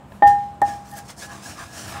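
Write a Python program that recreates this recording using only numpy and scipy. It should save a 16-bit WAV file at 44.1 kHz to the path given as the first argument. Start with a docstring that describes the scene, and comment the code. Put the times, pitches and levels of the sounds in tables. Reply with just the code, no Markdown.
"""A wooden pestle knocks twice on a clay bowl, drops into crushed seeds and grinds them in rasping strokes.
The free bowl rings clearly; under the pressed pestle there is only a dull drone. Seeds crunch and snap,
powder slides and sprays, and wood on bare clay scrapes and briefly sings.
One microphone close to the bowl, in a small quiet room with a low hum."""
import sys
import numpy as np
from scipy import signal
from scipy.fft import rfft, irfft
from scipy.io import wavfile
from scipy.ndimage import uniform_filter1d

SR = 44100
rng = np.random.default_rng(int(sys.argv[2]) if len(sys.argv) > 2 else 0)


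def wrap_up_sound(samples):
    """Save the sound to the file named by the first command line argument, as 16-bit audio."""
    columns = np.atleast_2d(samples).T
    # keep every value between -1 and 1, then stretch to whole-number steps
    tamed = np.clip(columns, -1, 1)
    steps = np.round(tamed * 32767).astype(np.int16)
    wavfile.write(sys.argv[1], SR, steps)


N = 88200


def undb(db):
    """Decibels to gain."""
    return 10 ** (np.asarray(db) / 20)


def unit(x):
    """Scale to rms 1."""
    return x / np.sqrt(np.mean(x ** 2))


def colour(x, points):
    """Filter by a spectrum of (Hz, dB) points; rms 1."""
    hz, db = np.array(points).T
    f = np.maximum(np.arange(N // 2 + 1) * SR / N, 1)
    gain = undb(np.interp(np.log(f), np.log(hz), db))
    return unit(irfft(rfft(x) * gain, N))


def resonate(x, modes):
    """Pass through parallel resonances of (Hz, width in Hz, dB); rms 1."""
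    f = np.maximum(np.arange(N // 2 + 1) * SR / N, 1)
    response = sum(undb(db) / (1 + 1j * (f * f - hz * hz) / (f * width)) for hz, width, db in modes)
    return unit(irfft(rfft(x) * response, N))


def noise(points):
    """Steady noise with a spectrum of (Hz, dB) points; rms 1."""
    return colour(rng.standard_normal(N), points)


def grains(per_s=9000, spread_db=2):
    """Dense tiny fractures of uneven size."""
    clicks = (rng.random(N) < per_s / SR) * rng.choice([-1, 1], N)
    return clicks * undb(spread_db * rng.standard_normal(N))


def walk(per_s):
    """Smooth random wander; rms 1."""
    step = int(SR / per_s)
    return unit(uniform_filter1d(np.repeat(rng.standard_normal(N // step + 1), step), step)[:N])


def burst(age, fall_s):
    """Sudden start, exponential fall."""
    return (age >= 0) * np.exp(-np.maximum(age, 0) / fall_s)


def swells(t, rows):
    """Bell-shaped swells from rows of (peak time in s, half length in s, dB)."""
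    return sum(undb(db) * np.exp(-((t - at) / half) ** 2 / 2) for at, half, db in rows)


def room_tone():
    """The quiet room behind the bowl: a noise floor, a low hum and two slightly wavering tones."""
    # Noise floor. Each row: frequency in Hz, relative level in dB.
    floor_spectrum = [(20, -39.5), (38, -37), (60, 0.5), (95, -1), (140, -3.5), (205, -5), (280, -8),
                      (450, -13), (720, -9.5), (1100, -13), (1800, -23), (3000, -29), (6000, -40.5),
                      (7500, -34), (10000, -43.5), (16000, -47.5)]
    # Hum. Each row: frequency in Hz, width in Hz, relative level in dB.
    hum_bands = [(90.6, 23, -5), (130.8, 24, -1.5), (242, 13, -6.5)]
    # Low tones. Each row: frequency in Hz, level in dB.
    tones = [(127, -53.5), (202.5, -49)]
    hum = resonate(noise([(30, -18), (80, -0.5), (250, 0), (3000, -33.5)]), hum_bands)
    out = undb(-46.5) * noise(floor_spectrum) + undb(-52.5) * hum
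    for hz, db in tones:
        level = undb(db + 1.5 * walk(per_s=8.25))
        drifting_hz = hz + 1.38 * walk(per_s=5.75)
        out += level * np.sin(2 * np.pi * np.cumsum(drifting_hz) / SR)
    return out


def room_reverb(x, t, t60_s=0.19, wet_db=-15.5):
    """Nearby walls add a short diffuse tail, well below the direct sound at the microphone."""
    tail = rng.standard_normal(N) * burst(t - 0.005, t60_s / np.log(1000))
    return x + undb(wet_db) * signal.fftconvolve(x, tail / np.sqrt(np.sum(tail ** 2)))[:N]


def bowl_echo(x, t, lag_s=0.000796, swing=0.22, echo_db=-10.5):
    """A very short echo off the bowl's wall, shifting as the pestle moves, colours the grinding."""
    lag = lag_s * (1 + swing * np.tanh(walk(per_s=9)))
    return x + undb(echo_db) * np.interp(t - lag, t, x)


def sympathetic_ring(seeds):
    """Breaking seeds keep the clay faintly ringing after each stroke."""
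    # Bowl overtones. Each row: frequency in Hz, width in Hz, relative level in dB.
    overtones = [(807, 5.7, 6.5), (1815, 7, 4.5), (3096, 6.5, 5)]
    return undb(-60.5) * resonate(seeds, overtones)


def powder_spray(t):
    """Fine dry powder hisses as it sprays aside."""
    # Sprays. Each row: peak time in seconds, half length in seconds, level in dB.
    sprays = [(0.145, 0.045, -64), (0.916, 0.025, -53.5), (0.979, 0.0098, -42.5), (1.898, .025, -48)]
    # Their hiss. Each row: frequency in Hz, relative level in dB.
    hiss_spectrum = [(3000, -29), (8000, 4), (12000, 5), (16000, -1.5)]
    return colour(grains(), hiss_spectrum) * swells(t, sprays)


def seed_cracks(t, fall_s=0.0022):
    """Lone seeds snap, each with a bright click."""
    # Cracks. Each row: start in seconds, level in dB.
    cracks = [(.278, -31), (.543, -59), (0.914, -37.5), (.938, -41), (0.988, -33.5), (1.679, -48)]
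    snap = noise([(500, -7.5), (4000, -6), (10000, 1), (16000, -12.5)])
    return snap * sum(undb(db) * burst(t - at, fall_s) for at, db in cracks)


def rubbing(t, sing_hz=1680, waver_hz=15.3, roughness=0.35):
    """Where wood meets bare clay it scrapes hollowly, and stick-slip makes one wall mode sing."""
    # Singing and scraping. Each row: peak time in seconds, half length in seconds, level in dB.
    sings = [(0.71, 0.021, -44), (0.976, 0.042, -54), (1.243, 0.014, -38), (1.307, 0.018, -44),
             (1.462, 0.0055, -37.5), (1.609, 0.0056, -43), (1.71, 0.074, -52)]
    scrapes = [(1.235, 0.009, -44.5), (1.336, 0.036, -45.5), (1.612, 0.027, -37), (1.975, 0.06, -39.5)]
    # Hollow tone of the scrape. Each row: frequency in Hz, relative level in dB.
    scrape_spectrum = [(200, -9), (850, -25), (1020, 1.5), (1200, 3.5), (1450, -11.5), (1700, 0.5),
                       (2200, -23), (6000, -32), (16000, -53)]
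    phase = 2 * np.pi * np.cumsum(sing_hz + waver_hz * walk(per_s=90)) / SR
    sing = unit(np.sin(phase) * (1 + roughness * walk(per_s=240)))
    scrape = colour(grains(), scrape_spectrum)
    return sing * swells(t, sings) + scrape * swells(t, scrapes)


def grinding(t, flicker_db=0.7):
    """Strokes swell and fade over a dull drone: powder rasps, seeds crunch, the bowl bumps on cloth."""
    # Strokes. Each row: peak time, rise and fall in seconds, then rasp, crunch, drone and bump in dB.
    strokes = [(0.1206, .0007, 0.00198, -65.5, -45, -38.5, -38.5),
               (.15, 0.035, 0.101, -68, -60, -61, -46.5), (0.275, 0.0041, 0.017, -39.5, -38, -34, -29),
               (.315, 0.041, 0.026, -60, -55, -40, -36), (.44, 0.056, 0.043, -61.5, -54.5, -62.5, -58),
               (.635, .01, 0.027, -60, -66, -39.5, -48), (0.691, 0.029, 0.034, -45, -45, -39, -43.5),
               (.885, .03, 0.06, -53, -55.5, -58.5, -62), (0.984, 0.025, 0.011, -44, -45.5, -41, -65),
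               (1.062, 0.012, 0.017, -52.5, -57, -71.5, -47.5),
               (1.104, 0.015, 0.0081, -41, -42.5, -53, -72), (1.195, 0.016, 0.013, -42, -65.5, -45.5, -74),
               (1.238, 0.025, 0.013, -38.5, -39.5, -45.5, -66.5),
               (1.336, 0.036, 0.05, -48, -46.5, -45.5, -84), (1.469, 0.031, 0.035, -40.5, -44.5, -42, -55),
               (1.516, 0.027, 0.012, -46.5, -43.5, -48, -43), (1.611, 0.035, 0.04, -45, -43, -43, -52),
               (1.797, 0.049, 0.071, -39.5, -42.5, -43, -54.5),
               (1.898, 0.022, 0.03, -43.5, -43.5, -40, -59), (1.975, 0.11, 0.09, -57.5, -41.5, -42.5, -40)]
    # Sliding powder and breaking seeds. Each row: frequency in Hz, relative level in dB.
    rasp_spectrum = [(300, -27), (2000, -30), (3800, -8.5), (5200, 3.5), (9000, -0.5), (10500, -6),
                     (13000, -14), (16000, -11)]
    crunch_spectrum = [(100, -33), (500, 3), (1100, 2), (1700, 2), (2700, -1), (4000, -3), (7000, -19),
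                       (16000, -22)]
    # Dull drone under the pressed pestle: a low table or room resonance plus the bowl's damped modes.
    # Each row: frequency in Hz, width in Hz, relative level in dB.
    drone_modes = [(202.2, 5.1, 6), (251, 11, 1), (313.5, 39, -2.5), (681, 46, 5.5), (810.7, 6.1, 3.5),
                   (1643, 67, -3.5)]
    rasp = colour(grains(), rasp_spectrum)
    crunch = colour(grains(), crunch_spectrum)
    friction = colour(grains(), [(40, -22), (110, 3), (1800, 6), (4000, -48), (16000, -34)])
    drone = resonate(friction, drone_modes)
    rumble = noise([(30, -28), (80, -7), (150, -9), (600, -1.5), (4000, -59.5)])
    bump = resonate(rumble, [(93.2, 15, 0)])
    layers = np.array([rasp, crunch, drone, bump])
    power = np.zeros_like(layers)
    for at, rise, fall, *levels_db in strokes:
        from_peak = np.where(t < at, ((t - at) / rise) ** 2, np.abs((t - at) / fall) ** 0.95)
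        push = np.exp(-from_peak / 2)
        power += (undb(levels_db)[:, None] * push) ** 2
    grit = undb(flicker_db * walk(per_s=130))
    return np.sum(layers * np.sqrt(power), axis=0) * grit


def pestle_blows(t, shove_s=0.00035):
    """The brief shove of contact, the dull thud of wood, and the tick of a seed caught beneath it."""
    # Hard blows. Each row: start in seconds, thud level in dB, tick level in dB.
    blows = [(0.2221, -20, -55), (0.6166, -24.5, -31)]
    # Dead modes of pestle and bowl base. Each row: frequency in Hz, relative level in dB, T60 in seconds.
    wood_modes = [(179.5, -11.5, 0.15), (301.7, -5, 0.091), (439, -8, 0.058), (573, -0.5, 0.049),
                  (725, 6.5, .05), (910, -31.5, 0.045), (1214, -7.5, 0.056), (2263, -7, 0.023)]
    # Wood thud and seed tick. Each row: frequency in Hz, relative level in dB.
    thud_spectrum = [(60, -44.5), (150, -0.5), (300, -6), (480, -4), (700, 6.5), (900, -3), (1250, -6),
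                     (1500, -12), (2000, -22), (5000, -45), (16000, -57.5)]
    tick_spectrum = [(300, 6.5), (2600, -6), (5000, 2.5), (9000, 0.5), (16000, -9.5)]
    out = np.zeros(N)
    for at, thud_db, tick_db in blows:
        age = np.maximum(t - at, 0)
        onset = 1 - np.exp(-(age / 0.0013) ** 2)
        contact = (t - at) / shove_s - 1
        shove = -undb(5.5) * contact * np.exp(-contact ** 2 / 2)  # soft contact through the seed layer
        wood = sum((-1) ** k * undb(db) * burst(age, t60 / np.log(1000)) * np.sin(2 * np.pi * hz * age)
                   for k, (hz, db, t60) in enumerate(wood_modes))
        hit_and_tail = undb(3) * burst(age, fall_s=0.0065) + undb(-10.5) * burst(age, fall_s=0.059)
        thud = noise(thud_spectrum) * hit_and_tail
        out += undb(thud_db) * (shove + onset * (wood + thud))
        out += undb(tick_db) * noise(tick_spectrum) * burst(t - at, fall_s=0.0024)
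    return out


def bowl_ring(t, contact_curve=4.5, upper_damping_share=0.93):
    """Each knock rings the bowl; the main tone stays level briefly, as if held by a limiter, then fades."""
    # Knocks and light touches. Each row: start in seconds, ring level and upper-mode offset in dB,
    # attack, hold and contact in seconds, pestle damping in dB (a negative value lifts the ring).
    knocks = [(.2222, -4.5, 0, 0.0027, 0.023, 0.037, -3), (.6172, -8.3, 0, .0022, .0, .059, 22),
              (0.67, -28, -4.5, 0.0046, 0.048, 0.069, 0), (.912, -30, 13.5, 0.037, 0.029, 0.06, 25),
              (.98, -38, -3, 0.012, 0.023, 0.077, 3.5), (1.25, -41.5, -12, 0.024, 0.055, 0.074, 1.5),
              (1.436, -40.5, -6, 0.022, 0.036, 0.048, 2.5), (1.94, -36.5, -21, 0.018, 0.026, .05, 2)]
    # The free bowl. Each row: frequency in Hz, relative level in dB, T60 in seconds.
    bowl_modes = [(814.1, 0.5, 0.48), (1819.4, -12, 0.33), (677, -14.5, 0.18), (3141, -41.5, 0.3),
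                  (3566, -40, .12), (3763, -41.5, 0.089), (4630, -47.5, .2), (6300, -51.5, 0.072)]
    out = np.zeros(N)
    for at, ring_db, upper_db, attack, hold, contact, damp_db in knocks:
        age = np.maximum(t - at, 0)
        touch = np.clip(age / contact, 0, 1)
        onset = np.sin(np.pi / 2 * np.minimum(age / attack, 1)) ** 2
        for k, (hz, db, t60) in enumerate(bowl_modes):
            if k == 0:  # the main mode feels the contact late, the others at once
                fall_db = -60 * np.maximum(age - hold, 0) / t60 - damp_db * touch ** contact_curve
            else:
                fall_db = upper_db - 60 * age / t60 - upper_damping_share * damp_db * touch
            out += undb(ring_db + db + fall_db) * onset * np.sin(2 * np.pi * hz * age)
    return out


def scene():
    """Knocks and grinding close to the microphone, over the room tone; mono."""
    t = np.arange(N) / SR
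    seeds = bowl_echo(grinding(t) + powder_spray(t), t)
    work = pestle_blows(t) + seeds + sympathetic_ring(seeds) + rubbing(t) + seed_cracks(t)
    return (bowl_ring(t) + room_reverb(work, t) + room_tone())[None]


def record(dry):
    """A steep low-pass cuts the treble above 15.7 kHz."""
    return signal.sosfilt(signal.ellip(10, 0.2, 70, 15700, fs=SR, output="sos"), dry)


dry = scene()
out = record(dry)
wrap_up_sound(out)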